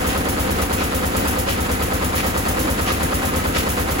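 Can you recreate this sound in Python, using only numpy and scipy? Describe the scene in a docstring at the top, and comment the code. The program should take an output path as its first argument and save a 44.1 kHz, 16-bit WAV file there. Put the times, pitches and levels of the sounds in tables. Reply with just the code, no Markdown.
"""An oil press grinds steadily in a workshop, belt-driven by what sounds like a slow one-cylinder diesel,
while frame and room drone along. Nine times a second a run of knocks rings the block, rattles loose
parts and makes the frame boom; then a puff of gas hisses out and the exhaust thumps. Once a lap the
belt joint rasps over a pulley, and between its passes the rumble swells.
Two closely spaced microphones pick it up."""
import sys
import numpy as np
from scipy import signal
from scipy.fft import rfft, irfft
from scipy.io import wavfile
from scipy.ndimage import uniform_filter1d, map_coordinates

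SR = 44100
rng = np.random.default_rng(int(sys.argv[2]) if len(sys.argv) > 2 else 0)


def wrap_up_sound(samples):
    """Save the sound to the file named by the first command line argument, as 16-bit audio."""
    columns = np.atleast_2d(samples).T
    # keep every value between -1 and 1, then stretch to whole-number steps
    tamed = np.clip(columns, -1, 1)
    steps = np.round(tamed * 32767).astype(np.int16)
    wavfile.write(sys.argv[1], SR, steps)


N = 176400
CYCLE_S, CYCLE_SAMPLES = .110087, 4836  # firing period; points in one stored cycle


def amp(db):
    """Amplitude ratio of a level in decibels."""
    return 10 ** (np.asarray(db) / 20)


def unit_rms(x):
    """Normalisation to unit mean power."""
    return x / np.sqrt(np.mean(abs(x) ** 2) + 1e-20)


def curve(points, hz):
    """Interpolation on a logarithmic frequency axis."""
    f, value = np.transpose(points)
    return np.interp(np.log(hz + 1), np.log(f + 1), value)


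def flutter(depth_db, size):
    """Random amplitude modulation of rms 1, correlated over size samples."""
    drift = unit_rms(uniform_filter1d(rng.standard_normal(N), size))
    return unit_rms(amp(depth_db * drift))


def microphones(shared, unrelated, hz):
    """Partial coherence: spaced microphones receive spectra that agree only in part."""
    # Each row: frequency in Hz, coherence from 0 to 1.
    coherence = [(120, 1), (170, .97), (280, .77), (430, .95), (700, .6), (1000, .42), (1600, .44),
                 (2600, .28), (5800, 0), (7200, .8), (8000, 1), (11000, 1), (12200, .5), (13000, 1),
                 (14500, 1), (16000, .3)]
    # Each row: frequency in Hz, phase lead of the left side in radians.
    lead = [(30, 0), (90, -.2), (170, -.4), (300, -.35), (450, -1.3), (700, -2.3), (900, -2.7),
            (1300, -1.6), (1900, -2.9), (2500, -4.5), (6200, -6.5), (7300, -7.5), (8500, -9.42),
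            (11000, -12.57), (13500, -15.7), (15800, -18.85)]
    # Each row: frequency in Hz, left minus right level in dB.
    balance = [(70, 1.9), (140, 0), (280, 1), (620, .6), (1100, -1), (2000, .5), (3500, -.5), (5400, -2.2),
               (7500, -0.4), (16000, 0)]
    same = np.clip(curve(coherence, hz), 0, 1)
    tilt_db = curve(balance, hz) / 2
    right = (same * shared + np.sqrt(1 - same ** 2) * unrelated) * np.exp(-1j * curve(lead, hz))
    return np.array([shared * amp(tilt_db), right * amp(-tilt_db)])


def casing(hz):
    """Resonance: each mode of the iron casing lifts a narrow band."""
    # Each row: centre in Hz, width in Hz, lift in dB.
    modes = [(513, 26, 5.5), (739, 17, 2), (775, 28, 6), (921, 24, 7), (1049, 30, 6), (1215, 45, 2),
             (1278, 28, 6), (1484, 44, 3), (1661, 21, 6), (1920, 35, 7), (2003, 16, 5), (7530, 44, 4)]
    return amp(sum(db / (1 + (2 * (hz - centre) / width) ** 2) for centre, width, db in modes))


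def noise(colour, ring_share=1):
    """Source and filter: stereo noise of a given spectrum, radiated through the casing."""
    hz = np.fft.rfftfreq(N, 1 / SR)
    white = microphones(*rfft(rng.standard_normal((2, N))), hz)
    return irfft(white * amp(curve(colour, hz)) * casing(hz) ** ring_share, N) * np.sqrt(SR / 2)


def crank():
    """Phase in engine cycles from the first puff; the period shortens very slightly."""
    first_s, speedup_s = .0646, 9.7e-6
    n = np.arange(-2, 40)
    return np.interp(np.arange(N) / SR, first_s + CYCLE_S * n - speedup_s * n ** 2, n)


def bursts(turns, rows, rise_s):
    """Incoherent blows add in power. Each row: start in seconds from the puff, strength, decay in seconds."""
    power = 0
    for at, strength, decay_s in rows:
        age = (turns * CYCLE_S - at) % CYCLE_S
        power = power + (strength * (1 - np.exp(-age / rise_s)) * np.exp(-age / decay_s)) ** 2
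    return np.sqrt(power)


def periodic(harmonics, turns):
    """Fourier synthesis: harmonics of the firing rate form a wave locked to the crank."""
    cycle = irfft(harmonics, CYCLE_SAMPLES) * CYCLE_SAMPLES / np.sqrt(2)
    position = turns % 1 * CYCLE_SAMPLES
    return np.array([map_coordinates(side, [position], order=3, mode="grid-wrap") for side in cycle])


def grinding():
    """Friction noise: gears and screw churn steadily, coupled only in part to the casing."""
    # Each row: frequency in Hz, relative spectral level in dB.
    colour = [(15, -88), (27, -78), (38, -71), (55, -50), (80, -54.5), (120, -60), (160, -54), (185, -56.5),
              (210, -54.5), (290, -52.5), (340, -61.5), (430, -59), (510, -57), (640, -61), (770, -55.5),
              (840, -64), (1000, -61), (1400, -62), (2000, -63), (3000, -68.5), (4500, -74.5),
              (6000, -76.5), (7300, -73.5), (9700, -75), (12500, -77.5), (16000, -79)]
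    return noise(colour, ring_share=.6) * flutter(depth_db=1.17, size=900)


def block(turns):
    """Forced vibration: periodic blows ring block, frame and room; the low tones never die away."""
    # Each row: frequency in Hz, relative spectral level in dB.
    ring = [(140, -56), (220, -58), (300, -56), (420, -60), (520, -59), (650, -61.5), (920, -64.5),
            (1100, -65), (1290, -62), (1550, -68), (1930, -70), (2400, -73.5), (3500, -77)]
    # Each row: harmonic number of a strong tone of frame and room, level in dB.
    drone = [(21, -39.0), (22, -39.4), (26, -43.4), (27, -43.3), (28, -36.1), (29, -43.1), (31, -43.0),
             (32, -41.9), (34, -42.1), (38, -44.4), (39, -44.5), (43, -44.4), (49, -41.6), (52, -44.1),
             (56, -39.3), (57, -40.9), (59, -45.5), (60, -44.5), (61, -42.8), (62, -45.7), (67, -46.3),
             (80, -44.4)]
    boom_from_hz, knock_from_hz, drone_struck_hz, drone_peak_s = 380, 720, 480, -.008
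    hz = np.fft.rfftfreq(CYCLE_SAMPLES, 1 / SR)
    phase = np.arange(CYCLE_SAMPLES) / CYCLE_SAMPLES
    struck, booming, steady = (unit_rms(rfft(envelope * rng.standard_normal((2, CYCLE_SAMPLES))))
                               for envelope in (knocks(phase), boom(phase), 1))
    bands = np.select([hz > knock_from_hz, hz > boom_from_hz], [struck, booming], steady)
    drive = microphones(*bands, hz)
    out_of_band = (hz < 120) | (hz > 5000)
    level = amp(curve(ring, hz) - 60 * out_of_band) / np.sqrt(CYCLE_S)
    flattened = unit_rms(drive / abs(drive) ** .7)
    harmonics = flattened * level * casing(hz)
    # The upper drone tones come roughly into phase at the knock.
    knocked = microphones(np.exp(-2j * np.pi * hz * drone_peak_s), 0, hz) + .5 * drive
    for k, db in drone:
        tone = knocked[:, k] if hz[k] > drone_struck_hz else drive[:, k]
        harmonics[:, k] = amp(db) * tone / abs(tone)
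    return periodic(harmonics, turns)


def knocks(turns):
    """Impact and reverberation: the envelope of a quick run of blows and their tail in the room."""
    # Each row: start in seconds from the puff, strength, decay in seconds.
    blows = [(-.0295, 1., .005), (-.022, 1.4, .003), (-.0185, 1.2, .0025), (-.0148, 1.4, .003),
             (-.009, 1.2, .004), (-.001, .6, .004)]
    direct = bursts(turns, blows, rise_s=.0005)
    room = bursts(turns, [(-.028, .38, .065)], rise_s=.006)
    return np.hypot(direct, room)


def clatter(turns):
    """Impact noise: loose parts rattle a little differently under every blow."""
    # Each row: frequency in Hz, relative spectral level in dB.
    colour = [(400, -70), (700, -57), (900, -58), (1100, -57), (1290, -52), (1520, -58), (2000, -59.5),
              (3000, -71), (5500, -72), (10000, -74), (16000, -77)]
    # Each row: time in seconds, relative level of the rattle in dB.
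    vigour = [(0, -5.5), (.3, -4), (.6, -2.5), (1.2, -4.5), (1.6, -10), (2.1, -1), (2.9, -2.3), (3.45, -1),
              (3.9, 0)]
    level_db = np.interp(np.arange(N) / SR, *np.transpose(vigour))
    force = amp(level_db) * flutter(depth_db=.7, size=3000)
    return noise(colour) * knocks(turns) * force


def boom(turns):
    """Damped vibration: the frame's envelope after the blows, with a fast and a slow decay."""
    return bursts(turns, [(-.018, 1.4, .014), (-.012, .36, .07)], rise_s=.006)


def frame(turns):
    """Broad resonance: the struck frame booms in a band of noise."""
    # Each row: frequency in Hz, relative spectral level in dB.
    colour = [(200, -62), (420, -54.5), (530, -45.5), (700, -62), (900, -51), (1300, -97)]
    return noise(colour) * boom(turns)


def hiss(turns):
    """Turbulence: a gritty puff of gas escapes each cycle, varying in moment, strength and length."""
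    # Each row: frequency in Hz, relative spectral level in dB.
    colour = [(1000, -90), (3000, -65.5), (4500, -70.5), (6000, -66), (7300, -66), (9000, -63.5),
              (12000, -63.5), (14000, -64.5), (16000, -61.5)]
    # Each row: start in seconds within the cycle, strength, nominal decay in seconds.
    puff_parts = [(-.0015, .75, .012), (-.0015, 1.02, .037), (.031, .36, .018)]
    jitter_s, spread_db, length_spread = .0007, 1.08, .08
    cycle = np.floor(turns + .05).astype(int) + 1  # new draws take over just before each puff
    strong, late, long = rng.standard_normal((64, 3))[cycle].T
    stretch = np.exp(length_spread * long)
    puffs = [(at + jitter_s * late, strength, decay_s * stretch) for at, strength, decay_s in puff_parts]
    envelope = bursts(turns, puffs, rise_s=.0049 * stretch) * amp(spread_db * strong)
    return noise(colour) * envelope * flutter(depth_db=1.1, size=160)


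def exhaust(turns):
    """Group delay: the room holds back each thump's lowest and highest tones, so that it rolls on."""
    # Each row: harmonic number, relative level in dB.
    partials = [(3, -55), (4, -40.5), (5, -39), (6, -38), (7, -35.2), (8, -30.6), (9, -40), (10, -35.2),
                (11, -36), (12, -52)]
    delay_s, linger_s, centre_hz, width_hz = .009, .021, 80, 20
    k = np.arange(CYCLE_SAMPLES // 2 + 1)
    hz = k / CYCLE_S
    level = amp(np.interp(k, *np.transpose(partials), left=-120, right=-120))
    group_delay_s = delay_s + linger_s * ((hz - centre_hz) / width_hz) ** 2
    thump = level * np.exp(-2j * np.pi * np.cumsum(group_delay_s) / CYCLE_S)
    return amp(-1) * periodic(microphones(thump, 0, hz), turns)


def belt():
    """Friction excites resonance: the joint scrapes the pulley, metal rings, and the room adds a tail."""
    # Each row: frequency in Hz, relative spectral level in dB.
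    colour = [(250, -61), (500, -56), (850, -69), (1300, -61), (2000, -58), (2800, -57.5), (4000, -63),
              (6000, -66), (8000, -72.5), (11000, -72), (16000, -81)]
    # Each row: peak time in seconds, scrape gain in dB, ring pitch in Hz,
    # half-width as a share of that pitch, ring level in dB.
    passes = [(.112, -5, 2750, .15, -44), (.803, -5, 2370, 0.17, -32), (1.501, -3, 2880, 0.16, -32),
              (2.188, -3, 2330, .2, -29), (2.887, -0.5, 1190, 0.054, -30), (3.57, 0, 1420, .2, -47)]
    rise_s, decay_s = .027, .057
    t, hz = np.arange(N) / SR, np.fft.rfftfreq(N, 1 / SR)
    scrape = noise(colour)
    rub = microphones(*rfft(rng.standard_normal((2, N))), hz)
    rasps = 0
    for at, scrape_db, ring_hz, width, ring_db in passes:
        ring = unit_rms(irfft(rub / (1 + ((hz / ring_hz - 1) / width) ** 2), N))
        envelope = np.exp(-(np.minimum(t - at, 0) / rise_s) ** 2 - np.maximum(t - at, 0) / decay_s)
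        rasps = rasps + envelope * (amp(scrape_db) * scrape + amp(ring_db) * ring)
    return rasps * flutter(depth_db=2.2, size=90)


def swell():
    """Slow amplitude modulation: the rumble swells between passes of the belt joint."""
    # Each row: frequency in Hz, relative spectral level in dB.
    colour = [(70, -70), (150, -59), (210, -55), (295, -53.5), (370, -60), (500, -62), (1500, -70),
              (3000, -73), (8000, -84)]
    # Each row: peak time in seconds, gain in dB.
    peaks = [(.54, 1.5), (1.22, 4), (1.98, -3.5), (2.63, 1.3), (3.35, -6)]
    t, width_s = np.arange(N) / SR, .079
    return noise(colour) * sum(amp(db) * np.exp(-((t - at) / width_s) ** 2) for at, db in peaks)


def scene():
    """Superposition: the pressures from engine, press and belt add."""
    turns = crank()
    engine = exhaust(turns) + block(turns) + clatter(turns) + frame(turns) + hiss(turns)
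    return engine + grinding() + belt() + swell()


def record(dry):
    """Band limiting: a steep low-pass filter removes the highest treble."""
    edge_hz = 15900
    lowpass = signal.firwin(511, edge_hz, window=("kaiser", 9), fs=SR)
    return signal.oaconvolve(dry, lowpass[None], "same")


dry = scene()
out = record(dry)
wrap_up_sound(out)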